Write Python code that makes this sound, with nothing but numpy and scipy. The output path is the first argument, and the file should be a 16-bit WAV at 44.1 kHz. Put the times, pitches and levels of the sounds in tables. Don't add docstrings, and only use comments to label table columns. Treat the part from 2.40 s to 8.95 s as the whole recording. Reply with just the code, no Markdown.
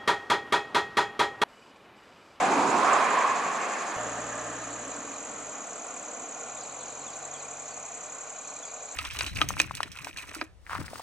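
import sys
import numpy as np
from scipy import signal
from scipy.io import wavfile
from scipy.ndimage import uniform_filter1d

SR = 44100
rng = np.random.default_rng(int(sys.argv[2]) if len(sys.argv) > 2 else 0)


def master(y):
    cut = np.clip(np.atleast_2d(y).T, -1, 1)
    pcm = np.round(cut * 32767)
    wavfile.write(sys.argv[1], SR, pcm.astype(np.int16))


def makeup_ratio(level_db):
    decades = np.asarray(level_db, float) / 20
    return 10 ** decades


N = 288855
TIME_S = np.arange(N) / SR
CHANGE_S = 1.5665

# stroke number,
# time in seconds.
FIRST_TEMPO = [(0, .037), (4, .369), (8, .714), (18, 1.563)]


def in_time(rows):
    s, *columns = np.transpose(rows)
    return [np.interp(TIME_S, s, column) for column in columns]


def at_hz(points, hz):
    table_hz, table_db = np.array(points).T
    return np.interp(np.log(hz), np.log(table_hz), table_db)


def rms_one(x):
    return x / np.sqrt(np.mean(x ** 2) + 1e-20)


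def drift(rate):
    knots_per_s = 40
    knots = rng.standard_normal(int(N / SR * knots_per_s) + 2)
    memory = np.exp(-2 * np.pi * rate / knots_per_s)
    wander = rms_one(signal.lfilter([1], [1, -memory], knots))
    return np.interp(TIME_S * knots_per_s, np.arange(len(knots)), wander)


def bump(centre_s, span_s):
    return np.exp(-((TIME_S - centre_s) / span_s) ** 2)


def settling(time_s):
    return np.exp(-np.maximum(TIME_S - CHANGE_S, 0) / time_s)


def resonance(x, hz, width_hz):
    r = np.exp(-np.pi * width_hz / SR)
    return signal.lfilter([(1 - r * r) / 2, 0, (r * r - 1) / 2],
                          [1, -2 * r * np.cos(2 * np.pi * hz / SR), r * r], x)


def double_resonance(x, hz, width_hz):
    return resonance(resonance(x, hz, width_hz), hz, width_hz)


def pair(alike):
    mid, side = rng.standard_normal((2, N))
    return np.sqrt((1 + alike) / 2) * mid + np.sqrt((1 - alike) / 2) * side * [[1], [-1]]


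def bands(spectrum, patchy_db, spread):
    # frequency in Hz, likeness from 0 to 1.
    likeness = [(60, 1), (250, 0.97), (600, 0.94), (1200, 0.46), (2500, 0.5), (5000, 0.27), (10000, 1)]
    edges = 40 * 2 ** np.arange(0, 8.2, 1 / 3)
    white = rng.standard_normal((2, 2, N))
    for k, (low, high) in enumerate(zip(edges, edges[1:])):
        band_pass = signal.butter(2, [low, high], "band", fs=SR, output="sos")
        mid, side = signal.sosfilt(band_pass, white[k % 2])
        hz = np.sqrt(low * high)
        alike = np.clip(1 - spread * (1 - at_hz(likeness, hz)), 0, 1)
        gain = makeup_ratio(at_hz(spectrum, hz) + patchy_db * drift(6.5))
        yield hz, gain * (np.sqrt(1 + alike) * mid + np.sqrt(1 - alike) * side * [[1], [-1]])


def registers(spectrum, patchy_db, spread, low_db, upper_db, hiss_db):
    parts = np.zeros((4, 2, N))
    for hz, band in bands(spectrum, patchy_db, spread):
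        parts[int(hz > 450) + int(hz > 1500) + int(hz > 3200)] += band
    low, middle, upper, hiss = map(rms_one, parts)
    return middle + makeup_ratio(low_db) * low + makeup_ratio(upper_db) * upper + makeup_ratio(hiss_db) * hiss


def trees(x, t60, count):
    near_leaves, near_t60 = 2.5, 0.044
    lags = rng.uniform(.002, .09, (3, count))
    tail = np.zeros((3, SR // 10))
    for k, lag in enumerate(lags):
        strength = makeup_ratio(-60 * lag / t60) + near_leaves * makeup_ratio(-60 * lag / near_t60)
        tail[k, (lag * SR).astype(int)] = strength * rng.standard_normal(count)
    shared = np.array([np.roll(tail[2], 1), tail[2]])
    tail = shared + 1.3 * tail[:2]
    tail = tail / np.sqrt((tail ** 2).sum(1, keepdims=True))
    return signal.fftconvolve(x[None], tail, axes=1)[:, :N]


def strokes(tempo):
    number, s = np.transpose(tempo)
    return np.interp(np.arange(number[-1] + 1), number, s)


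def chorus():
    # frequency in Hz, width in Hz, level in dB.
    song_peaks = [(6565, 1200, -4), (7020, 790, -4.5), (7520, 290, -3.5), (10550, 210, -22)]
    air = rng.standard_normal(N + 1)
    air = np.array([air[:-1], air[1:]]) + 0.17 * pair(0)
    far = 0
    for k, (hz, width_hz, db) in enumerate(song_peaks):
        far = far + makeup_ratio(db + drift(10.0)) * double_resonance(air, hz, width_hz) * (-1) ** k
    first = strokes(FIRST_TEMPO)
    cycle = np.interp(TIME_S, first, np.arange(len(first)))
    breath = 1 - .6 * np.clip(np.cos(2 * np.pi * (cycle - .64)), 0, 1)
    breath = np.where(TIME_S < CHANGE_S, breath, 1)
    level_db = np.where(TIME_S < CHANGE_S, -35, -40.5 + 4 * settling(0.54))
    return makeup_ratio(level_db - 6.5) * breath * rms_one(far)


def leaves():
    return makeup_ratio(-54) * bump(2.55, 0.015) * rms_one(resonance(pair(.7), 5500, 1500))


def cricket():
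    # start in seconds, length in seconds, level in dB.
    chirp_bouts = [
        (1.68, 1.15, -63.5),
        (4.1, .75, -62.5),
        (5.2, .12, -66),
        (5.866, .8, -64.5),
    ]
    trills_per_s, fade_s, rest_db = 9.35, 0.12, -67
    uneven = .4 + .6 * drift(5.0)
    level = makeup_ratio(rest_db)
    for s, length_s, db in chirp_bouts:
        fade = np.clip(np.minimum(TIME_S - s, s + length_s - TIME_S) / fade_s + .5, 0, 1)
        trill = np.clip(np.cos(2 * np.pi * trills_per_s * (TIME_S - s)) + uneven, 0, 1.2)
        level = level + makeup_ratio(db) * fade * trill
    return rms_one(resonance(resonance(pair(0.86), 3900, 340), 4250, 380)) * level


def bird():
    # start in seconds, length in seconds, from Hz, to Hz, level in dB.
    slurs = [(2.3, .05, 4700, 4000, -59), (4.16, .03, 3900, 3400, -52), (4.197, .07, 5150, 3500, -53.5),
             (4.4, .04, 3900, 3200, -52), (4.445, .06, 5050, 3550, -55), (4.665, .033, 3800, 3150, -49),
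             (4.695, .068, 5050, 3650, -56), (4.93, .038, 3750, 2950, -48.5),
             (4.968, .067, 4800, 3250, -54), (5.295, .055, 4850, 4100, -55.5), (5.94, .05, 2950, 3050, -59),
             (6.225, .03, 3600, 3200, -50), (6.255, .048, 4950, 4300, -55)]
    out = np.zeros(N)
    hoarse = 1 + .32 * rms_one(uniform_filter1d(rng.standard_normal(N), size=300))
    for s, length_s, from_hz, to_hz, db in slurs:
        n, i = round(length_s * SR), round(s * SR)
        place = np.linspace(0, 1, n)
        bend = 1.6 if from_hz > 4500 else 1
        glide_hz = from_hz + (to_hz - from_hz) * place ** bend
        swell = .5 + .5 * np.exp(-((place - .52) / .2) ** 2)
        whistle = np.sin(2 * np.pi * np.cumsum(glide_hz) / SR)
        out[i:i + n] += makeup_ratio(db) * signal.windows.tukey(n, .3) * swell * whistle
    echo = makeup_ratio(-4) * trees(out, t60=.3, count=80)
    return makeup_ratio(1) * (out * hoarse + echo)


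def cicada(cycles, sweep, gap_s, level_db, rib_hz, rough, spread_db):
    s, hz, db = np.transpose(sweep)
    t = np.arange(s[0], s[-1], 1 / SR)
    fall_hz, fall_db = np.interp(t, s, hz), np.interp(t, s, db)
    fade = signal.windows.tukey(len(t), .2)
    snap_s = np.linspace(s[0], s[-1], 9)
    starts = np.add.outer(np.ravel(cycles) + s[0], [0, gap_s]).ravel()
    out = np.zeros(N + len(t) + SR)
    for start in starts:
        pitch, phase, force, rate = rng.standard_normal(4)
        tone = np.sin(2 * np.pi * np.cumsum(fall_hz * (1 + 0.0138 * pitch)) / SR + 9 * phase)
        ribs = 1 + rough * np.cos(2 * np.pi * rib_hz * (1 + 0.14 * rate) * t + 9 * force)
        ribs = ribs * makeup_ratio(.9 * np.interp(t, snap_s, rng.standard_normal(9)))
        i = max(round(start * SR), 0)
        out[i:i + len(t)] += makeup_ratio(level_db + spread_db * force + fall_db) * fade * ribs * tone
    return out[:N]


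def near_cicadas():
    # stroke number, time in seconds.
    high_tempo = [(0, 1.608), (3, 1.867), (8, 2.306), (11, 2.564), (16, 3.002), (17, 3.095), (21, 3.444),
                  (22, 3.541), (25, 3.796), (26, 3.888), (32, 4.409), (34, 4.593), (42, 5.286), (49, 5.901),
                  (54, 6.342), (56, 6.522)]
    low_tempo = [(0, 1.65), (3, 1.908), (9, 2.432), (15, 2.966), (17, 3.135), (20, 3.402), (30, 4.278),
                 (31, 4.372), (36, 4.832), (43, 5.434), (46, 5.704), (47, 5.79), (52, 6.233), (55, 6.494)]
    # seconds from the cycle mark, frequency in Hz, level in dB.
    high_sweep = [(-.002, 10500, -30), (-.0015, 8500, -16), (-.0007, 7900, -3), (.0015, 7350, 0),
                  (.006, 6700, -6), (.011, 5900, -16)]
    low_sweep = [(-.0085, 7700, -15), (-.0065, 7250, -3), (-.0035, 6850, 0), (0, 6300, -6.5),
                 (.0045, 5500, -21)]
    first, gap_s = strokes(FIRST_TEMPO), .0245
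    near = cicada(first, low_sweep, gap_s, level_db=-50, rib_hz=520, rough=0.67, spread_db=4)
    near += cicada(first - .0095, high_sweep, gap_s, level_db=-42, rib_hz=503, rough=0.34, spread_db=6)
    near += cicada(first - .024, high_sweep, gap_s * 2, level_db=-45, rib_hz=497, rough=0.32, spread_db=0)
    near *= TIME_S < CHANGE_S
    near += cicada(strokes(high_tempo), high_sweep, .023, level_db=-35.5, rib_hz=440, rough=.3, spread_db=.7)
    near += cicada(strokes(low_tempo), low_sweep, .0235, level_db=-35, rib_hz=470, rough=.3, spread_db=.7)
    direct = np.array([np.roll(near, 1) * makeup_ratio(0.7), near])
    return direct + makeup_ratio(-5) * trees(near, t60=0.3, count=150)


def engine_hum(firing_hz, load_db):
    # frequency in Hz, level in dB.
    exhaust = [(38, -61), (47, -69), (59, -61.5), (90, -67), (118, -53.5), (145, -58), (163, -63),
               (180, -61)]
    turn = 2 * np.pi * np.cumsum(firing_hz) / SR
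    hum = 0
    for k, load_share in enumerate([0.48, 1, 1], 1):
        order_db = at_hz(exhaust, k * firing_hz) + load_share * load_db
        hum = hum + np.sqrt(2) * makeup_ratio(order_db + 0.6 * drift(2.3)) * np.sin(k * turn + k)
    return hum


def running_noise():
    # frequency in Hz, level in dB per Hz.
    floor = [(24, -54), (40, -26), (250, -15), (364, -2.5), (687, -2), (1490, -8), (1800, -14.5),
             (2390, -16.5), (5070, -22.5), (7040, -26.5), (11000, -29.5), (14300, -71), (22000, -120)]
    # frequency in Hz, width in Hz, dB when revving, dB when idling.
    panels = [(221.5, 110, -13, -12), (290, 62, -7, -10.5), (467, 91, -11, -4), (602, 62, -4.5, -8.5),
              (702.7, 116, -7, 0), (806, 84, -25, -8.5), (1074, 270, -5.5, 0.5), (1260, 204, -3.5, -12),
              (1411, 170, -14, -5), (1660, 330, -4.5, -52), (1934, 290, -13, -12.5)]
    idle_db = -43.5
    level_db = idle_db + 8.5 * settling(0.8) - 1.0446 * (TIME_S - CHANGE_S)
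    low_db = -8.5 - 0.66 * (TIME_S - 3.38) ** 2
    hiss_db = -11 + 0.44 * (idle_db - level_db)
    idle, air, body = np.interp(TIME_S, [2.4, 4.0], [0, 1]), pair(1.0), 0
    for k, (hz, width_hz, revving_db, idling_db) in enumerate(panels):
        panel_db = revving_db + idle * (idling_db - revving_db) + (low_db + 10.5) * (hz < 450)
        gain = makeup_ratio(panel_db + 1.7 * drift(1.4)) * np.sqrt(SR / width_hz / 9)
        body = body + gain * double_resonance(air, hz, width_hz) * (-1) ** k
    broad = registers(floor, 0.6, 1.0, low_db, -7.5, hiss_db)
    running = makeup_ratio(level_db) * (makeup_ratio(-1.5) * broad + makeup_ratio(3) * body)
    return running - 0.59 * resonance(running, 370.5, 89)


def valve_ticks():
    # offset in seconds, frequency in Hz, level in dB, t60 in seconds.
    taps = [
        (.001, 2438, -45.5, 0.023),
        (0.041, 3000, -61, 0.0021),
        (.043, 2416, -48, 0.049),
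    ]
    period_s = .08
    cycles = np.arange(19, int(N / SR / period_s)) * period_s + .04
    ticks = np.zeros(N)
    for offset_s, hz, db, t60 in taps:
        times = cycles + offset_s + .0015 * rng.standard_normal(len(cycles))
        blows = np.zeros(N)
        blows[(times * SR).astype(int)] = makeup_ratio(db + 1.8 * rng.standard_normal(len(cycles)))
        r, w = makeup_ratio(-60 / (t60 * SR)), 2 * np.pi * hz / SR
        ring = signal.lfilter([0, np.sin(w)], [1, -2 * r * np.cos(w), r * r], blows + 1e-18)
        if t60 >= .01:
            ring = makeup_ratio(3) * resonance(ring, hz, 4.4 / t60)
        ticks += ring
    return ticks


def van():
    # time in seconds, firing rate in Hz, load in dB.
    engine_course = [(1.57, 58, 2), (2.3, 59.5, -1), (2.48, 59.6, -4.5), (2.7, 61, -15), (2.9, 59.4, -17),
                     (3.06, 53, -2.5), (3.2, 44, -20), (3.3, 40.4, -25), (3.9, 38, -27), (4.04, 44.8, -22),
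                     (4.14, 45.5, -8), (4.93, 47, -5), (5.9, 48.2, -14), (6.55, 51, -14)]
    hum = engine_hum(*in_time(engine_course))
    whirr = rms_one(resonance(resonance(pair(0.38), 2220, 420), 2540, 420))
    whirr = makeup_ratio(-60.5) * whirr * makeup_ratio(1.88 * drift(11.0))
    boom = makeup_ratio(-71) * rms_one(double_resonance(pair(0.94), 117, 140))
    pan = makeup_ratio(-0.96 * np.array([[.5], [-.5]]))
    return (running_noise() + hum + boom) * pan + valve_ticks() + whirr


def tread_note():
    # time in seconds, frequency in Hz, level in dB.
    tread_course = [
        (0, 700, -35.5),
        (.2, 900, -29.5),
        (.45, 1074, -27),
        (.88, 1034, -25),
        (1.0, 1077, -31),
        (1.57, 1143, -52),
    ]
    tread_hz, tread_db = in_time(tread_course)
    turn = 2 * np.pi * np.cumsum(tread_hz) / SR
    slow = signal.butter(2, 140 / 2, fs=SR, output="sos")
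    note = signal.sosfilt(slow, pair(0.93)) * np.sin(turn) + signal.sosfilt(slow, pair(0.94)) * np.cos(turn)
    return makeup_ratio(tread_db + 1.8 * drift(3.8)) * rms_one(note)


def car():
    # time in seconds, tyre roar in dB, left-right balance in dB.
    car_pass = [
        (0.0, -24.5, -0.5),
        (0.28, -25.5, -3),
        (0.52, -24.5, -3.5),
        (0.84, -29.5, -2),
        (1.0, -31.5, -1.5),
        (1.26, -33, -1),
        (1.567, -35.5, -1.5),
    ]
    # frequency in Hz, level in dB per Hz.
    tyre_roar = [(24, -74), (40, -58), (124, -20.5), (256, -4.5), (556, -6.5), (656, -7), (955, -6.5),
                 (1050, 1.5), (1330, -9.5), (2390, -7.5), (3320, -24), (5190, -28.5), (6720, -30),
                 (11000, -40.5), (14300, -74), (22000, -120)]
    roar_db, pan_db = in_time(car_pass)
    abreast_s, shadow_s = 0.27, 0.58
    rumble_db = -11 + 8.5 * bump(abreast_s, 0.19) - 3.5 * bump(shadow_s, 0.41)
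    upper_db = -7 - 4 * bump(abreast_s + 0.037, 0.24) + 2.2 * bump(shadow_s + 0.25, 0.13)
    hiss_db = -16.5 + 0.26 * (roar_db.max() - roar_db)
    direct = registers(tyre_roar, 1.0, 0.62, rumble_db, upper_db, hiss_db)

    late = np.arange(N) - SR / 1000 * 1.115
    echo = np.array([np.interp(late, np.arange(N), side) for side in direct])
    echo = signal.lfilter([.3], [1, -.7], echo)

    cavity = resonance(direct, 733, 120) * 0.71
    cavity += resonance(direct, 1720, 180) * np.interp(TIME_S, [.3, 1.0], [.1, .9])
    cavity += 0.51 * bump(0.54, 0.078) * resonance(direct, 1320, 310)
    nose = 0.33 * resonance(direct, 740, 200) - 0.26 * resonance(direct, 1120, 390)
    cavity += bump(0.02, 0.36) * nose
    roar = makeup_ratio(roar_db) * (direct + 0.13 * echo + cavity)
    return (roar + tread_note()) * makeup_ratio(np.outer([.5, -.5], pan_db))


def scene():
    wildlife = chorus() + leaves() + cricket() + bird() + near_cicadas()
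    return wildlife + np.where(TIME_S < CHANGE_S, car(), van())


def band_limit(x):
    return signal.sosfilt(signal.butter(12, 15800, fs=SR, output="sos"), x)


def record(dry):
    camera = signal.sosfilt(signal.ellip(12, .5, 65, 11200, fs=SR, output="sos"), dry)
    camera = signal.sosfilt(signal.butter(2, 48, "high", fs=SR, output="sos"), camera)
    mono = dry.mean(0)

    hiss = makeup_ratio(-79) * (drift(12.0) > -.5) * rng.standard_normal(N)
    overtone_band = signal.butter(6, [14100, 15300], "band", fs=SR, output="sos")
    treble = makeup_ratio(-4.5) * signal.sosfilt(overtone_band, .6 * mono ** 2 + hiss)
    treble *= TIME_S > .87
    edge_band = signal.butter(4, [11200, 11750], "band", fs=SR, output="sos")
    edge = signal.sosfilt(edge_band, mono) * (drift(12.0) > .4)
    treble += makeup_ratio(-14) * (TIME_S > CHANGE_S) * edge

    step = np.zeros(N)
    step[[1, round(CHANGE_S * SR)]] = makeup_ratio(np.array([-38, -33]))
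    step = signal.lfilter([1], [1, -np.exp(-1 / (0.001 * SR))], step)
    return band_limit(camera + treble + step)


dry = scene()
out = record(dry)
master(out)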